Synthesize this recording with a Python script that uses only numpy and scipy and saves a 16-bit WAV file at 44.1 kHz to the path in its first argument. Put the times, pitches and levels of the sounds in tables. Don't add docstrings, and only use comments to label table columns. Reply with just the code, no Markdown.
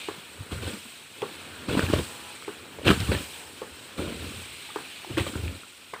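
import sys
import numpy as np
from scipy import signal
from scipy.fft import rfft, irfft
from scipy.io import wavfile

SR = 44100
rng = np.random.default_rng(int(sys.argv[2]) if len(sys.argv) > 2 else 0)


def invert_db(x):
    u = np.asarray(x, float) / 20
    return 10 ** u


def generate_wav(sig):
    pcm = np.round(np.clip(np.atleast_2d(sig).T, -1, 1) * 32767).astype(np.int16)
    wavfile.write(sys.argv[1], SR, pcm)


N = 264600
LEAD = 1200


def rms_one(x):
    return x / np.sqrt(np.mean(x ** 2) + 1e-20)


def in_time(rows):
    s, *columns = np.transpose(rows)
    return [np.interp(np.arange(N) / SR, s, c) for c in columns]


def coloured(x, spectrum):
    hz, level_db = np.transpose(spectrum)
    grid_hz = np.fft.rfftfreq(N, 1 / SR) + 1
    gain_db = np.interp(np.log(grid_hz), np.log(hz), level_db, left=-80)
    return irfft(rfft(x) * invert_db(gain_db), N)


def band(x, low_hz, high_hz, order=2):
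    return signal.sosfilt(signal.butter(order, [low_hz, high_hz], "band", fs=SR, output="sos"), x)


def drift(rate):
    r = np.exp(-80 * np.pi * rate / SR)
    coarse = rng.standard_normal(N // 40 + 2002)
    slow = signal.lfilter([1], [1, -2 * r, r * r], coarse)[2000:]
    return np.interp(np.arange(N) / 40, np.arange(len(slow)), rms_one(slow))


def grains(per_s, spread_db):
    sizes = invert_db(spread_db * np.minimum(rng.exponential(1, N), 5)) * rng.choice([-1, 1], N)
    return rms_one(sizes * (rng.random(N) < per_s / SR))


def swell(bed_db, *heaps, hold=1):
    ms = np.arange(N * 1000 // SR + 2)
    power = 1e-12
    for s, peak_db, rise_ms, fall_ms in heaps:
        late = ms[:, None] - 1000 * s
        loss = np.where(late < 0, -late / rise_ms, np.abs(late / fall_ms) ** hold)
        power = power + (invert_db(peak_db - 10 * loss) ** 2).sum(axis=1)
    return 10 * np.log10(invert_db(bed_db) ** 2 + np.interp(np.arange(N) * 1000 / SR, ms, power))


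def tone(hz):
    return lambda s: np.cos(2 * np.pi * hz * s)


def burst(swell_ms, fade_ms, wave):
    s = np.arange(-LEAD, 3 * LEAD) / SR
    early = (s * 1000 / max(swell_ms, .1)) ** 4
    late = np.abs(s * 1000 / max(fade_ms, .3)) ** 2.5
    return invert_db(-8 * np.where(s < 0, early, late)) * wave(s)


def add(out, s, x, lead=0):
    at = round(s * SR) - lead
    out[at:at + len(x)] += x[:N - at]


def air_pockets(rows):
    out, wet = np.zeros(N), rms_one(band(rng.standard_normal(N), 780, 1260))
    for s, peak_db, hz, swell_ms, fade_ms, splash_db in rows:
        add(out, s, invert_db(peak_db - 2.54) * burst(swell_ms, fade_ms, tone(hz)), LEAD)
        splash = burst(0.87 * swell_ms, 3.2 * fade_ms,
                       lambda t: wet[np.round((s + t) * SR).astype(int) % N])
        add(out, s - 0.449 * swell_ms / 1000, invert_db(peak_db + splash_db - 9.0) * splash, LEAD)
    return out


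def steam_pockets(rows):
    return air_pockets([(s, db, hz, half_ms, half_ms, -14) for s, db, hz, half_ms in rows])


def snaps(rows):
    out, noise = np.zeros(N), rng.standard_normal((len(rows), 4 * LEAD))
    wander = .07 * np.cumsum(noise[:, ::-1], axis=1)
    wander = wander - wander[:, LEAD:LEAD + 1]
    for (s, peak_db, hz, fade_ms), rough, turn in zip(rows, noise, wander):
        ring = burst(0.27, fade_ms, lambda t: np.cos(2 * np.pi * hz * t + turn) + 0.26 * rough)
        add(out, s, invert_db(peak_db) * ring, LEAD)
        add(out, s, invert_db(peak_db - 14.0) * burst(0.076, 0.17, tone(1.3 * hz)), LEAD)
    return band(out, 250, 5000, order=1)


def bubbles(per_s, ring_ms, spread_db):
    luck, out = rng.random((round(per_s * N / SR), 3)), np.zeros(N + 1000)
    s = np.arange(700) / SR
    hz = 500 + 11000 * luck[:, 1:2] ** 2
    sizes = invert_db(-spread_db * np.log(luck[:, 2:] + .01)) * (hz / 1000) ** .25
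    fade = invert_db(-40 * s * 1000 / ring_ms) * (1 - np.exp(-s * 1500))
    rings = sizes * np.sin(2 * np.pi * hz * s) * fade
    np.add.at(out, (luck[:, :1] * N).astype(int) + np.arange(len(s)), rings)
    return rms_one(out[:N])


# time_s, simmer_db, draught_db
PIT_STATE = [(0, -38.5, -51.5), (.25, -46.5, -52), (.47, -48.5, -47), (.8, -45.5, -52), (1.1, -48, -55.5),
             (1.25, -43.5, -48), (1.66, -46, -43.5), (2.05, -43.5, -44), (2.3, -44.5, -50.5),
             (2.75, -48.5, -47), (3.25, -42.5, -52), (3.5, -47, -49.5), (3.94, -47, -50),
             (4.26, -42.5, -52), (4.9, -43, -53.5), (5.45, -43.5, -46.5), (5.7, -49.5, -56.5),
             (6, -49.5, -56.5)]
# crest_s, fall_ms (per 10 dB), boiling_db, deep_surge_db, hollow_pit_db
GUSHES = [(0.407, 17, -62, -31, -61), (.518, 84, -40, -33, -37.5), (0.624, 84, -38.5, -37, -37),
          (.675, 81, -39, -48, -36), (1.688, 100, -35.5, -27.5, -28), (1.73, 60, -36.5, -31, -27),
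          (1.778, 68, -32, -41, -29), (1.829, 86, -35.5, -28, -35.5), (1.9, 60, -38, -33, -42),
          (1.932, 71, -32.5, -23, -44), (1.988, 15, -33.5, -32, -23.5), (2.854, 40, -31, -25, -24.5),
          (2.871, 60, -22.5, -21.5, -28), (2.904, 24, -26, -30, -23), (3.002, 84, -34.5, -27.5, -39),
          (3.119, 73, -30.5, -28.5, -29), (3.075, 106, -39, -34, -33.5), (3.982, 192, -39.5, -36, -30),
          (4.2, 257, -44.5, -41, -42), (5.098, 80, -55, -38, -37), (5.179, 54, -31, -27.5, -31.5),
          (5.271, 39, -37.5, -34, -36), (5.35, 80, -51, -35.5, -36.5), (5.43, 88, -64, -30.5, -37.5)]
SPRAY_DB, SPRAY_FOLLOWS = -51, 0.7
SPRAY_GUSH_DB, SPRAY_GUSH_FOLLOWS, SPRAY_FALL_SHARE = -45, 0.59, 2.66
MIST_DB, MIST_FALL_MS = -10, 510
SPLATTER_DB, SPLATTER_DRAUGHT, SPLATTER_GUSH_DB = -4.5, 0.63, -3
GUSH_RISE_MS, WEAK_GUSH_SLOWER = 6, .7
BOIL_HOLD = 1.01
SLOSH_RISE_MS, SLOSH_FALL_MS = 2, 79
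SLOSH_SPLATTER_DB, SLOSH_HOLLOW_DB = -15.5, -20


def boiling():
    simmer_db, draught_db = in_time(PIT_STATE)
    s, fall_ms, boil_db = np.transpose(GUSHES)[:3]
    dip_s, slap_db = np.transpose(DIPS)[:2]
    rise_ms = GUSH_RISE_MS * invert_db(-WEAK_GUSH_SLOWER * np.minimum(boil_db + 32, 0))
    over_db, wind_db = simmer_db + 46, draught_db + 50
    fine_db = SPRAY_GUSH_DB + SPRAY_GUSH_FOLLOWS * (boil_db + 36.5)
    spray = swell(SPRAY_DB + SPRAY_FOLLOWS * over_db,
                  (s, fine_db, rise_ms, SPRAY_FALL_SHARE * fall_ms),
                  (s, fine_db + MIST_DB, rise_ms, MIST_FALL_MS))
    splatter = swell(simmer_db + SPLATTER_DB + SPLATTER_DRAUGHT * (wind_db - over_db),
                     (s, boil_db + SPLATTER_GUSH_DB, rise_ms, fall_ms),
                     (dip_s, slap_db + SLOSH_SPLATTER_DB, SLOSH_RISE_MS, SLOSH_FALL_MS), hold=BOIL_HOLD)
    boil = swell(simmer_db, (s, boil_db, rise_ms, fall_ms), hold=BOIL_HOLD)
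    return splatter, boil, spray


# frequency_hz, level_db (per Hz)
FIZZ = [(600, -6.5), (1050, -4.5), (1450, -1.5), (1950, -4), (2450, 3), (3300, 0.5), (4200, -2),
        (5000, -11.5), (6300, -17.5), (7500, -12.5), (8300, -5.5), (9300, -13.5), (11500, -21),
        (15700, -16)]


def sizzle():
    splatter_db, boil_db, spray_db = boiling()
    pops = [coloured(grains(15000, 1.3) + .42 * bubbles(900, 22.0, 1.4), FIZZ) for _ in range(2)]
    together, out = drift(21), np.zeros(N)
    groups = [(splatter_db, 640, 1900), (boil_db, 1900, 5000), (spray_db, 5000, 16000)]
    for group_db, low_hz, high_hz in groups:
        edges = np.geomspace(low_hz, high_hz, 5)
        part = np.zeros(N)
        for k in range(4):
            flicker = invert_db(.45 * together + .6 * drift(5.4))
            part += flicker * band(pops[k % 2], edges[k], edges[k + 1])
        out += invert_db(group_db - 1.04) * rms_one(part)
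    return out


# frequency_hz, level_db (per Hz)
PIT = [(15, -55), (25, -45), (42, -26), (63, -1), (85, 5), (125, -1.5), (178, -7), (259, -6.5), (419, -7),
       (574, -9), (719, -17), (900, -64), (1170, -59), (1980, -120)]
DEEP_DB, DEEP_FOLLOWS, DEEP_LUMPS_DB = -61, 0.73, 2
SURGE_RISE_MS, SURGE_FALL_SHARE = 12, 1.02
SURGE_LAG_MS, SURGE_HOLD = 4.6, 1.37


def surge():
    draught_db = in_time(PIT_STATE)[1]
    s, fall_ms, _, push_db, boom_db = np.transpose(GUSHES)
    s = s + SURGE_LAG_MS / 1000
    fall_ms = SURGE_FALL_SHARE * fall_ms
    dip_s, plop_db = np.transpose(DIPS)[[0, 3]]
    lumps_db = DEEP_FOLLOWS * (draught_db + 52) + DEEP_LUMPS_DB * drift(1.5)
    deep_db = swell(DEEP_DB + lumps_db, (s, push_db, SURGE_RISE_MS, fall_ms), hold=SURGE_HOLD)
    hollow_db = swell(draught_db, (s, boom_db, SURGE_RISE_MS, fall_ms),
                      (dip_s, plop_db + SLOSH_HOLLOW_DB, SLOSH_RISE_MS, SLOSH_FALL_MS), hold=SURGE_HOLD)
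    shoves = [coloured(grains(900, 2.25), PIT) for _ in range(2)]
    deep = rms_one(band(shoves[0], 26, 170) * invert_db(1.8 * drift(3.8)))
    hollow = rms_one(band(shoves[1], 172, 620) * invert_db(0.41 * drift(33.8)))
    return invert_db(deep_db - 2.0) * deep + invert_db(hollow_db - 3.0) * hollow


# slap_s, slap_db, plop_delay_ms, plop_db, plop_hz
DIPS = [
    (0.0866, -26, 2, -21, 387),
    (1.2197, -29, 10.6, -17, 430),
    (2.4799, -28, 2.8, -22, 403),
    (3.6178, -32, 2.6, -23, 460),
    (4.7595, -25, 3.4, -21, 400),
    (5.937, -25, 0.2, -30, 465),
]
SLAP_HZ, SLAP_FADE_MS = 960, 2.6
PLOP_SWELL_MS, PLOP_FADE_MS, PLOP_SPLASH_DB = 3.2, 3.5, -8
REBOUND_MS, REBOUND_DB, REBOUND_LENGTH_MS, REBOUND_SPLASH_DB = 9.43, -11, 3, -7


def dips():
    slaps, plops = [], []
    for slap_s, slap_db, delay_ms, plop_db, hz in DIPS:
        slaps.append((slap_s, slap_db, SLAP_HZ, SLAP_FADE_MS))
        s = slap_s + delay_ms / 1000
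        plops.append((s, plop_db, hz, PLOP_SWELL_MS, PLOP_FADE_MS, PLOP_SPLASH_DB))
        plops.append((s + REBOUND_MS / 1000, plop_db + REBOUND_DB, hz,
                      REBOUND_LENGTH_MS, REBOUND_LENGTH_MS, REBOUND_SPLASH_DB))
    return snaps(slaps) + air_pockets(plops)


# crest_s, peak_db, pitch_hz, half_length_ms
MORE_PUFFS = [(1.256, -39, 440, 2.1), (1.2666, -34, 380, 2.6), (2.8184, -30, 497, 2.3), (2.837, -31, 300, 5.3),
              (4.31, -33.5, 230, 5.3), (4.385, -37, 220, 6), (2.7957, -27, 407, 1.1), (.185, -38.5, 184, 6),
              (0.5211, -27, 280, 4), (0.6345, -35, 353, 2.8), (0.743, -32, 206, 9), (0.862, -40, 233, 9),
              (3.2084, -25.5, 240, 3.6), (4.01, -29, 392, 8), (4.126, -30, 268, 4.6), (4.04, -28, 300, 8),
              (4.075, -29, 290, 6), (4.108, -30, 200, 5), (5.075, -38, 350, 8), (4.147, -38, 272, 3),
              (4.245, -28, 257, 2.5), (5.107, -26.5, 314, 4.9), (5.199, -24, 341, 0.86),
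              (5.337, -28.5, 278, 4.3), (5.462, -35, 257, 3.7), (5.527, -32.5, 257, 4.4)]


def more_puffs():
    return steam_pockets(MORE_PUFFS)


# crest_s,
# peak_db, pitch_hz, fade_ms
MORE_SNAPS = [(.511, -36, 1260, 2.8), (1.2202, -31.5, 3270, 2.9), (1.937, -25, 1700, 1.5),
              (2.424, -33, 1370, 1.3), (2.831, -36, 2840, 2.8), (3.004, -34, 2000, 2), (3.117, -30, 1550, 3),
              (3.15, -28, 2500, 3), (3.086, -32, 1200, 2), (3.055, -35, 3000, 4), (.529, -33, 1500, 2),
              (.586, -35, 1400, 3), (.734, -36, 3500, 3), (.738, -36, 4800, 3), (.697, -33, 2500, 2),
              (.737, -36, 1450, 5), (4.003, -34, 860, 4), (3.0041, -27, 5270, 0.98), (3.1248, -28, 2480, 1.5),
              (4.69, -40.5, 905, 6.6), (4.703, -38, 1180, 5.8), (5.19, -37, 4200, 1.6),
              (5.634, -38.5, 1350, 3.8)]


def more_snaps():
    return snaps(MORE_SNAPS)


# crest_s, peak_db, pitch_hz, half_length_ms
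PUFFS = [(.528, -27.5, 422, 4.2), (0.6696, -30, 432, 1.9), (0.6791, -22, 372, 1.4), (1.687, -20, 240, 2.8),
         (1.694, -17, 292, 0.8), (1.7523, -11, 359, 1.4), (1.7744, -10.5, 243, 3.7),
         (1.7939, -12.5, 284, 1.6), (1.8322, -19.5, 305, 1.8), (1.9028, -17.5, 290, 3.5),
         (1.9305, -17, 318, 2.6), (1.9368, -4, 396, 1.2), (1.9723, -24, 302, 3.5), (1.9988, -24, 400, 2.3),
         (2.012, -27, 200, 5), (1.886, -22, 250, 3), (1.708, -22, 330, 3), (2.7888, -28.5, 455, 1.9),
         (2.8688, -9, 360, 1.2), (2.8822, -9, 336, 1.6), (2.8912, -8, 260, 2), (2.9048, -8, 347, 2.7),
         (2.9152, -13, 353, 2), (2.9783, -22.5, 210, 4.1), (3.096, -24.5, 284, 6.6), (3.119, -14, 400, 2),
         (3.128, -21, 200, 4), (3.094, -18, 160, 5), (2.8945, -15, 190, 5), (2.921, -20, 190, 5),
         (1.737, -25, 200, 5), (3.123, -22, 560, 5), (3.15, -24, 540, 4), (5.272, -29, 540, 5),
         (5.19, -25, 540, 5), (3.636, -33, 430, 2.5), (2.495, -31, 400, 3), (2.905, -14, 190, 6),
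         (3.1507, -18, 374, 1.1), (3.997, -21, 294, 2.9), (4.2267, -32, 302, 2.9),
         (5.1807, -14.5, 329, 7.7), (5.2685, -26, 386, 2), (5.2175, -24, 250, 2), (5.228, -27, 300, 2),
         (5.298, -29, 250, 4), (5.357, -24, 306, 3.2), (5.4387, -29, 290, 2.6)]


def puffs():
    return steam_pockets(PUFFS)


# crest_s, peak_db, pitch_hz, half_length_ms
THUMPS = [(0.531, -40, 86.0, 11), (0.5546, -21, 97.0, 5.5), (0.6718, -22, 81, 14), (1.7676, -14, 118, 3.3),
          (1.8387, -9.5, 101, 5.6), (2.8875, -21, 118, 7.4), (2.9116, -8.5, 86, 5), (3.036, -20, 93.0, 4),
          (3.105, -13, 85, 14), (4.05, -22, 95, 12), (3.731, -37, 77, 19), (4.37, -30, 90, 13),
          (2.8, -33, 75, 14), (5.151, -24, 110, 10), (5.401, -22, 100, 11), (1.6, -39, 80, 20),
          (4.016, -28, 89.0, 4.5), (5.112, -20, 112, 6.8), (5.2162, -24, 105, 13), (5.364, -17, 90, 8),
          (5.451, -20, 86, 14)]


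def thumps():
    out = np.zeros(N)
    for s, peak_db, hz, half_ms in THUMPS:
        add(out, s, invert_db(peak_db - 8.0) * burst(half_ms, half_ms, tone(hz)), LEAD)
    return out


# crest_s,
# peak_db, pitch_hz, fade_ms
CRACKS = [(1.94, -16.5, 546, 3.1), (2.787, -34, 600, 1.4), (5.177, -21, 530, 3.6), (0.738, -35, 2400, 2.5),
          (1.2197, -28, 2400, 1.5), (1.794, -13, 1410, 1.3), (1.806, -27, 2570, 2.2),
          (1.866, -25, 2650, 1.9), (1.908, -27, 1350, 2.5), (1.888, -29, 1600, 4), (1.826, -26, 1450, 5),
          (1.808, -28, 1500, 3), (1.712, -29, 2700, 4), (1.693, -31, 2550, 4), (1.697, -31, 1500, 5),
          (1.776, -30, 1600, 3), (1.953, -30, 2300, 3), (2.448, -32.5, 2300, 1.7), (2.8545, -27, 2570, 1.2),
          (2.866, -23, 3000, 2), (2.8817, -6, 2700, 0.9), (2.8748, -17, 2700, 2.5), (2.876, -20, 1450, 1.5),
          (2.8774, -22, 4000, 2), (2.8545, -31, 1500, 2), (2.8945, -18, 3000, 1.5), (2.9092, -17, 3000, 2),
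          (2.9148, -17, 1200, 1.5), (2.887, -16, 2700, 1.5), (2.8908, -11, 1430, 1.5),
          (2.9042, -14, 1400, 2), (2.909, -13.5, 1640, 2), (2.9119, -17.5, 1240, 4.1),
          (3.0039, -26, 3960, 2), (3.119, -25.5, 2300, 2.4), (3.1482, -31.5, 1770, 12),
          (3.985, -33, 1180, 4.3), (3.992, -30, 1295, 1.4), (5.047, -30.5, 836, 2.7),
          (5.1715, -24, 1850, 2), (5.184, -20, 2760, 1.8), (5.267, -29, 1250, 2), (5.1835, -25, 1250, 2.5),
          (5.197, -24, 2000, 2), (5.207, -27, 2600, 3), (5.277, -33, 3200, 4), (5.288, -32, 3100, 3),
          (5.355, -31, 1500, 3), (5.34, -33, 1400, 2), (5.48, -27, 2490, 1.2), (5.938, -33, 2100, 3),
          (5.946, -34, 2100, 3), (5.9428, -28, 1250, 1.5), (1.2245, -30, 950, 1.5)]


def cracks():
    return snaps(CRACKS)


# delay_s, level_db
ECHOES = [
    (0.01, -19.5),
    (0.026, -13.5),
    (0.059, -20.5),
]


def echoes(x):
    out, dull = x.copy(), band(x, 73, 3400, order=1)
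    for s, level_db in ECHOES:
        add(out, s, invert_db(level_db) * dull)
    return out


# start_s, end_s, pulse_rate_hz, level_db, third_partial_stress_db (on every third partial)
BUZZ = [
    (2.03, 2.4, 55.2, -52.5, 10),
    (3.2, 3.56, 48.5, -53, 3),
]
# frequency_hz, level_db
BUZZ_COLOUR = [(350, -12), (450, -4), (650, -7), (850, 0), (1010, -1), (1150, -14)]


def buzz():
    out, (colour_hz, colour_db) = np.zeros(N), np.transpose(BUZZ_COLOUR)
    for start, end, per_s, level_db, stress_db in BUZZ:
        s = np.arange(round((end - start) * SR)) / SR
        orders = np.arange(6, 25)[:, None]
        gains = invert_db(np.interp(orders * per_s, colour_hz, colour_db) + stress_db * (orders % 3 == 0))
        comb = gains * np.sin(2 * np.pi * (orders * per_s * s + rng.random(orders.shape)))
        fade = signal.windows.tukey(len(s), .5)
        add(out, start, invert_db(level_db) * rms_one(comb.sum(axis=0)) * fade)
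    return out * invert_db(2 * drift(16))


def scene():
    hits = dips() + more_puffs() + more_snaps() + puffs() + thumps() + cracks()
    return (sizzle() + surge() + echoes(hits) + buzz())[None]


def band_limit(x):
    return signal.sosfilt(signal.butter(12, 15850, fs=SR, output="sos"), x)


def record(dry):
    thin = signal.sosfilt(signal.butter(2, 40, "high", fs=SR, output="sos"), dry)
    mix = signal.sosfilt(signal.ellip(10, .5, 70, 15500, fs=SR, output="sos"), thin)
    return band_limit(mix)


dry = scene()
out = record(dry)
generate_wav(out)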